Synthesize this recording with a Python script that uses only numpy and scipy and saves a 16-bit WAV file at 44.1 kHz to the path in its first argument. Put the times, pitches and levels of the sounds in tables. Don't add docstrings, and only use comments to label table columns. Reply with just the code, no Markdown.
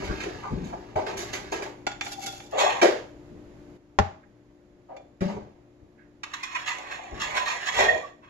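import sys
import numpy as np
from scipy import signal
from scipy.fft import rfft, irfft
from scipy.io import wavfile

SR = 44100
rng = np.random.default_rng(int(sys.argv[2]) if len(sys.argv) > 2 else 0)


def store_wav(level_fs):
    pcm = np.round(np.clip(np.atleast_2d(level_fs), -1, 1) * 32767)
    wavfile.write(sys.argv[1], SR, pcm.T.astype(np.int16))


N = 365920
TIME = np.arange(N) / SR

# t/s, push level/dB, crunch level/dB
CUTTING = [(0.0, -37, -43.5), (0.172, -44, -45.5), (0.478, -48, -53), (0.988, -53.5, -64), (1.14, -50, -60),
           (1.284, -46.5, -55), (1.508, -54, -56.5), (1.702, -56, -92), (1.83, -81, -98)]
# t/s, push level/dB, crunch level/dB, decay/s
CRUST_BREAKS = [(0.02, -52, -64, 0.077), (0.2, -64, -39.5, 0.034), (0.232, -45, -36, 0.005),
                (0.631, -49, -60, 0.099), (0.955, -27, -42, 0.053), (1.062, -29.5, -38, 0.049),
                (1.167, -45.5, -45.5, 0.15), (1.33, -34, -34.5, 0.027), (1.519, -29.5, -36.5, 0.061),
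                (1.619, -33.5, -39.5, 0.03), (2.813, -16, -21, 0.051), (5.205, -30, -39.5, 0.045),
                (5.278, -35.5, -52.5, 0.084)]
# f/Hz, relative level/dB
PUSH_SPECTRUM = [(100, -36), (290, -7), (390, 5), (520, -2), (900, -1), (1600, -24.5), (4000, -69)]
CRUNCH_SPECTRUM = [(400, -17.5), (1100, 13.5), (1900, 16.5), (5000, 5.5), (15000, -5.5)]
RUMBLE_SPECTRUM = [(20, -24), (45, 3.5), (130, -3), (400, -5.5), (1500, -59)]
AIR_SPECTRUM = [(20, -8.5), (55, 1.5), (90, -4), (200, -0.5), (330, -2), (1300, -20), (6000, -33),
                (15000, -31)]
# t/s, level/dB, decay/s
BUMPS = [(0.084, -28.5, 0.012), (0.498, -31, 0.069), (3.292, -44.5, 0.076), (5.33, -43, 0.07),
         (5.8, -51, 0.033), (7.104, -40.5, 0.085)]
# t/s, gain/dB
BACKGROUND_GAIN = [(3.765, -55), (3.78, -63)]
# f/Hz, level re background/dB
HUM_PARTIALS = [(118.4, -6.5), (296.2, -2), (355.3, -3), (592.2, -13)]

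# t/s, level/dB, decay/s
GRAZES = [(0.035, -43.5, 0.022), (0.635, -49, 0.051), (1.164, -33, 0.058), (1.323, -34, 0.03),
          (1.512, -37, 0.031), (1.615, -46, 0.029)]
# f/Hz, bandwidth/Hz, level/dB
EDGE_RESONANCES = [(3850, 1400, 2.5), (6600, 1900, 5.5), (11600, 7000, 2)]
# t/s, level/dB, high modes re low modes/dB
TAPS = [(1.867, -21, -10), (1.870, -29, -9.5), (1.916, -38, -5.5), (2.010, -33, 0.5), (2.065, -31.5, -8.5),
        (2.401, -43, -5.5), (4.966, -56, 0)]
# f/Hz, level/dB
KNIFE_MODES = [(740, -17.5), (812, 3), (1435, -5.5), (2330, -11.5), (2760, -7), (3500, 0), (4460, -11.5),
               (4720, -17.5), (5790, -10), (7100, -5)]
# t/s, level/dB, rise/s, decay/s
SLIDES = [(2.028, -36.5, 0.034, 0.073), (2.209, -37.5, 0.027, 0.092)]
# t/s, level/dB
RELEASES = [(2.010, -38), (4.966, -56)]
# f/Hz, level/dB, T60/s
BLADE_MODES = [(2390, 0, 0.1), (3500, -15, .35), (4685, -19, 0.165)]
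# t/s, level/dB,
# rise/s, starting f/Hz
SCUFFS = [(0.09, -38.5, 0.012, 1400), (0.25, -33, 0.016, 410), (0.427, -35.5, 0.023, 1015),
          (0.499, -34, .05, 225), (0.723, -30.5, 0.0078, 756), (0.954, -24.5, 0.012, 705),
          (2.515, -29, 0.034, 575), (2.816, -13, 0.017, 540), (4.225, -61, 0.0055, 1613),
          (4.881, -42, 0.034, 700), (5.971, -62.5, 0.026, 1820)]

# t/s, ring level/dB, crack level/dB, thump level/dB
KNOCKS = [(0.96, -23.5, -23, -23.5), (3.988, -15.5, 15, -17.5), (3.998, -18, -7, -10.5)]
# f/Hz, level/dB
CRACK_SPECTRUM = [(100, -10), (900, 11), (2100, -3.5), (4200, -12), (15000, -20.5)]
# f/Hz, level/dB, T60/s
CROCKERY_MODES = [(438, -7, 0.1), (641.6, -8.5, 0.32), (828, 2.5, 0.055), (960, -20.5, 0.11),
                  (1250, -21.5, 0.059)]
STOVE_MODES = [(92, -10.5, 0.16), (129.4, -14, 0.11), (203, -1, 0.024)]
PLATE_MODES = [(188.4, 3.5, 0.33), (208, 1, 0.34), (579, -0.5, 0.41)]
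# t/s, level/dB
LANDING = [(5.209, -34.5), (5.220, -27.5), (5.259, -32)]

# t/s, level/dB, duration/s, f/Hz
SQUEAKS = [(2.15, -36.5, 0.067, 790), (7.317, -26, 0.13, 1010), (7.74, -36, 0.21, 3335),
           (7.788, -19, 0.025, 1900), (7.877, -20.5, 0.033, 1870), (7.925, -20.5, 0.044, 635),
           (8.018, -40, 0.043, 1140)]
# t/s, blade level/dB, groan level/dB
PRYING = [(2.52, -47.5, -39.5), (2.586, -35.5, -27.5), (2.618, -27.5, -22.5), (2.8, -38, -36)]
SERVING = [(6.26, -57, -53.5), (6.412, -46, -72), (6.614, -42, -51), (7.1, -50, -45.5), (7.375, -33, -38.5),
           (7.44, -45, -41.5), (7.64, -44.5, -47), (7.73, -40, -39), (7.79, -23, -21), (7.95, -43.5, -29),
           (8.1, -61, -62)]
# t/s, level/dB, decay/s, rasp re blade/dB
SHOVES = [(2.569, -30, 0.031, 4.5), (6.232, -22.5, 0.003, -8), (6.333, -32, 0.0065, -1),
          (6.428, -39.5, 0.0079, 5.5), (6.542, -28, 0.013, -16), (6.654, -30.5, 0.029, -3.5),
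          (6.782, -38, .003, -2), (6.896, -36, 0.027, -8), (7.189, -33.5, 0.031, 1),
          (7.343, -34, 0.036, -2), (7.442, -31.5, 0.048, -3), (7.601, -40.5, 0.067, -0.5),
          (7.723, -34, 0.066, -1), (8.216, -49, 0.032, -15)]
# f/Hz, bandwidth/Hz, level/dB
SERVER_RESONANCES = [(532.6, 53, -8.5), (687, 23, 2.5), (776, 57, 2), (1027, 110, 13), (1846, 200, 8.5),
                     (2440, 200, 1), (3326, 50, 11), (4140, 78, -6), (5310, 200, 0), (6770, 200, 0)]
# f/Hz, relative level/dB
GRIT_SPECTRUM = [(1000, -6.5), (2200, -5.5), (3000, -5), (4300, -8), (4900, -25.5), (6500, -12),
                 (10000, -19), (15000, -18)]
# t/s, frequency ratio
GROAN_PITCH = [(7.4, 1.1), (7.85, 1.03), (8.0, .93)]

# f/Hz, gain/dB
MICROPHONE_RESPONSE = [(6000, 2.5), (7100, 2), (7600, -3), (8200, -18), (9000, -15), (11700, -8.5),
                       (13000, -16.5), (15500, -43)]
# f/Hz, left re right/dB
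BALANCE = [(60, 5.5), (200, 3), (500, 2.5), (850, 4.5), (1200, -1), (2000, -11), (3200, 0), (5000, 3.5),
           (7000, -11), (10000, 14), (13000, 3.5)]

PUSH_RISE_S, FLAKE_RISE_S, BUMP_RISE_S, GRAZE_RISE_S = 0.00067, 0.0027, 0.027, 0.012
KNIFE_T60_S, COUNTER_T60_S, ROOM_T60_S = 0.07, 0.045, 0.39
DISH_LAG_S, STOVE_LAG_S = .00046, .00007


def from_db(db):
    return np.exp(np.asarray(db) * (np.log(10) / 20))


def rms_one(x):
    return x / np.sqrt(np.mean(x ** 2) + 1e-20)


def gains(rows):
    times, *columns = np.transpose(rows)
    times = np.r_[times[0] - .01, times, times[-1] + .03]
    return [from_db(np.interp(TIME, times, np.r_[-100, db, -100])) for db in columns]


def swell(onset, db, rise, decay):
    out, start = np.zeros(N), max(int(onset * SR), 0)
    t = TIME[:min(SR, N - start)]
    envelope = np.minimum(t / rise, 1) * np.exp(-np.maximum(t - rise, 0) / decay)
    out[start:start + len(t)] = from_db(db) * envelope
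    return out


def impulses(times, db):
    out = np.zeros(N)
    out[np.round(np.asarray(times) * SR).astype(int)] = from_db(db)
    return out


def colour(x, spectrum, size=4096):
    hz, db = np.transpose(spectrum)
    grid = np.maximum(np.arange(size // 2 + 1) * SR / size, 1)
    magnitude = from_db(np.interp(np.log(grid), np.log(hz), db))
    cepstrum = irfft(np.log(magnitude))
    cepstrum[1:size // 2] *= 2
    cepstrum[size // 2 + 1:] = 0
    return signal.oaconvolve(x, irfft(np.exp(rfft(cepstrum))))[:N]


def band(x, edges_hz, kind, order):
    return signal.sosfilt(signal.butter(order, edges_hz, kind, fs=SR, output="sos"), x + 1e-18)


def drift(per_s):
    knots = rng.standard_normal(N // 20)
    return np.interp(TIME * per_s, np.arange(len(knots)), knots)


def bend(x, ratio):
    return np.interp(np.cumsum(ratio) % N, np.arange(N), x)


def ring(force, modes):
    out = 0
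    for hz, db, t60 in modes:
        radius, angle = np.exp(-np.log(1000) / (t60 * SR)), 2 * np.pi * hz / SR
        feedback = [1, -2 * radius * np.cos(angle), radius ** 2]
        out += from_db(db) * signal.lfilter([0, np.sin(angle)], feedback, force + 1e-18)
    return out


def resonate(force, resonances, wander_db=4):
    out = 0
    for hz, width, db in resonances:
        radius, angle = np.exp(-np.pi * width / SR), 2 * np.pi * hz / SR
        feedback = [1, -2 * radius * np.cos(angle), radius ** 2]
        gain = from_db(db + wander_db * np.tanh(drift(14))) * (1 - radius ** 2) / 2
        out += gain * signal.lfilter([1, 0, -1], feedback, force + 1e-18)
    return out


def slips(per_s, spread_db, clump_db, clumps_per_s):
    occurs = rng.random(N) < per_s / SR
    sizes = from_db(spread_db * np.minimum(rng.standard_normal(N), 2) + clump_db * drift(clumps_per_s))
    return rms_one(occurs * sizes * rng.choice([-1, 1], N))


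def pie_cutting():
    push, crunch = gains(CUTTING)
    for onset, push_db, crunch_db, decay in CRUST_BREAKS:
        push += swell(onset, push_db, PUSH_RISE_S, decay)
        crunch += swell(onset, crunch_db, FLAKE_RISE_S, decay)
    filling = rms_one(colour(slips(1500, 8.4, 0.4, 70), PUSH_SPECTRUM))
    flakes = rms_one(colour(slips(5000, 5.3, 0.89, 120), CRUNCH_SPECTRUM))
    return push * filling + crunch * flakes


def dish_rocking(knife_db=-1.5, server_db=-20.5):
    push, _ = gains(CUTTING)
    _, groan = gains(SERVING)
    rocking = from_db(knife_db) * push + from_db(server_db) * groan
    bumps = sum(swell(onset, db, BUMP_RISE_S, decay) for onset, db, decay in BUMPS)
    return (rocking + bumps) * rms_one(colour(slips(900, 0.54, 0.66, 40), RUMBLE_SPECTRUM))


def air_and_hum(waver_db=1.5):
    bass = band(rng.standard_normal(N), 710, "low", order=1)
    trebles = [band(rng.standard_normal(N), 490, "high", order=1) for side in range(2)]
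    air = np.array([rms_one(colour(bass + treble, AIR_SPECTRUM)) for treble in trebles])
    hum = 0
    for hz, db in HUM_PARTIALS:
        amplitude = np.sqrt(2) * from_db(db + waver_db * drift(9.4))
        hum += amplitude * np.sin(2 * np.pi * hz * TIME + .5 * drift(5.6))
    gain = from_db(np.interp(TIME, *np.transpose(BACKGROUND_GAIN)))
    return gain * (from_db(1.5) * air + hum)


def knife_on_dish():
    times, db, hardness_db = np.transpose(TAPS)
    soft, hard = impulses(times, db), impulses(times, db + hardness_db)
    modes = [(hz, level_db, KNIFE_T60_S) for hz, level_db in KNIFE_MODES]
    taps = sum(ring(soft if mode[0] < 2000 else hard, [mode]) for mode in modes)
    tick = from_db(22) * colour(hard, CRUNCH_SPECTRUM)
    friction = slips(500, 4, 4.5, 60)
    tone = rms_one(bend(ring(friction, modes), 1 + 0.029 * drift(25)))
    scratch = from_db(4.5) * rms_one(band(friction, 3000, "high", order=1))
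    slides = sum(swell(*row) for row in SLIDES) * (tone + scratch)
    hiss = rms_one(resonate(slips(3000, 3.1, 1, 100), EDGE_RESONANCES))
    grazes = hiss * sum(swell(onset, level, GRAZE_RISE_S, decay) for onset, level, decay in GRAZES)
    free_blade = ring(impulses(*np.transpose(RELEASES)), BLADE_MODES)
    return taps + tick + slides + grazes + free_blade


def scuffs(octaves_per_s=-2.0, log_half_width=0.19):
    out, t = np.zeros(N), TIME[:SR // 3]
    for onset, db, rise, hz in SCUFFS:
        edges_hz = hz * np.exp([-log_half_width, log_half_width])
        hollow = rms_one(band(rng.standard_normal(len(t)), edges_hz, "band", order=2))
        sinking = np.interp(np.cumsum(2 ** (octaves_per_s * t)), np.arange(len(t)), hollow)
        stroke = from_db(db) * sinking * t / rise * np.exp(1 - t / rise)
        start = int(onset * SR)
        out[start:start + len(t)] += stroke[:N - start]
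    return out


def crockery_knocks():
    times, ring_db, crack_db, thump_db = np.transpose(KNOCKS)
    ringing = ring(impulses(times, ring_db), CROCKERY_MODES)
    crack = band(colour(impulses(times, crack_db), CRACK_SPECTRUM), 7100, "low", order=2)
    thump = ring(impulses(times, thump_db), STOVE_MODES)
    return ringing + crack + thump


def squeaks(pitch_waver=0.015, flutter_db=4.4):
    out, t = np.zeros(N), TIME[:SR // 4]
    for onset, db, duration, hz in SQUEAKS:
        phase = 2 * np.pi * hz * np.cumsum(1 + pitch_waver * drift(200)[:len(t)]) / SR
        arch = np.sin(np.pi * np.minimum(t / duration, 1))
        tone = from_db(db + flutter_db * drift(110)[:len(t)]) * arch * np.sin(phase)
        start = int(onset * SR)
        out[start:start + len(t)] += tone[:N - start]
    return out


def server_scraping(drag_rasp_db=-7.5, chatter_db=1.22, catches_per_s=55):
    blade, groan = np.add(gains(PRYING), gains(SERVING))
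    rasp = from_db(drag_rasp_db) * blade
    for onset, db, decay, rasp_db in SHOVES:
        shove = swell(onset, db, rise=0.94 * decay, decay=decay)
        blade += shove
        rasp += from_db(rasp_db) * shove
    friction = slips(1800, 4.5, 2.2, 90)
    crumbs = slips(900, 4.5, 2.5, 110)
    scrape = resonate(friction, SERVER_RESONANCES) + from_db(6.5) * colour(crumbs, GRIT_SPECTRUM)
    groan_pitch = np.interp(TIME, *np.transpose(GROAN_PITCH))
    low = groan * rms_one(bend(band(scrape, [400, 820], "band", order=4), groan_pitch))
    middle = blade * rms_one(band(scrape, [900, 2900], "band", order=4))
    flex = 1 + .004 * drift(10)
    high = rasp * rms_one(bend(band(scrape, 2800, "high", order=4), flex))
    chatter = from_db(chatter_db * drift(catches_per_s))
    return (low + middle + high) * chatter


def slice_on_plate():
    force = band(impulses(*np.transpose(LANDING)), 910, "low", order=1)
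    return ring(force, PLATE_MODES)


def scatter(x, t60, delay_s, coherent_below_hz=444):
    t = TIME[:SR // 2]
    bass = band(rng.standard_normal(len(t)), coherent_below_hz, "low", order=2)
    treble = band(rng.standard_normal((2, len(t))), coherent_below_hz, "high", order=2)
    envelope = np.exp(-np.log(1000) * t / t60) * (t > delay_s)
    echoes = band((bass + treble) * envelope, 120, "high", order=1)[:, t < 2 * t60]
    echoes /= np.linalg.norm(echoes, axis=1, keepdims=True)
    return signal.oaconvolve(x[None], echoes, axes=1)[:, :N]


def kitchen(x, lag_s, near_db, room_db, turns_per_s):
    left = np.r_[np.zeros(round(lag_s * SR)), x][:N]
    direct = np.array([left, x])
    angle = turns_per_s * 2 * np.pi * TIME + drift(3)
    near = sum(scatter(x * share, COUNTER_T60_S, 0.00066) for share in (np.cos(angle), np.sin(angle)))
    dulled = band(x, 9000, "low", order=1)
    room = scatter(dulled, ROOM_T60_S, 0.011)
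    total = direct + from_db(near_db) * near + from_db(room_db) * room
    return total / np.linalg.norm(from_db([0, near_db, room_db]))


def scene():
    utensils = pie_cutting() + scuffs() + knife_on_dish() + squeaks() + server_scraping()
    utensils = kitchen(utensils, DISH_LAG_S, near_db=8, room_db=1, turns_per_s=2.2)
    knocks = kitchen(crockery_knocks(), STOVE_LAG_S, near_db=3, room_db=-7, turns_per_s=0.432)
    rumble = dish_rocking() + slice_on_plate()
    rumble = kitchen(rumble, DISH_LAG_S, near_db=-18, room_db=-5.5, turns_per_s=0.34)
    return utensils + knocks + rumble + air_and_hum()


def record(dry, overload=.85, cutoff_hz=15700):
    hz, balance_db = np.transpose(BALANCE)
    channels = [colour(colour(x, MICROPHONE_RESPONSE), np.c_[hz, sign * balance_db / 2])
                for x, sign in zip(dry, (1, -1))]
    lowpass = signal.ellip(10, .1, 80, cutoff_hz, fs=SR, output="sos")
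    return signal.sosfilt(lowpass, np.clip(channels, -overload, overload))


dry = scene()
out = record(dry)
store_wav(out)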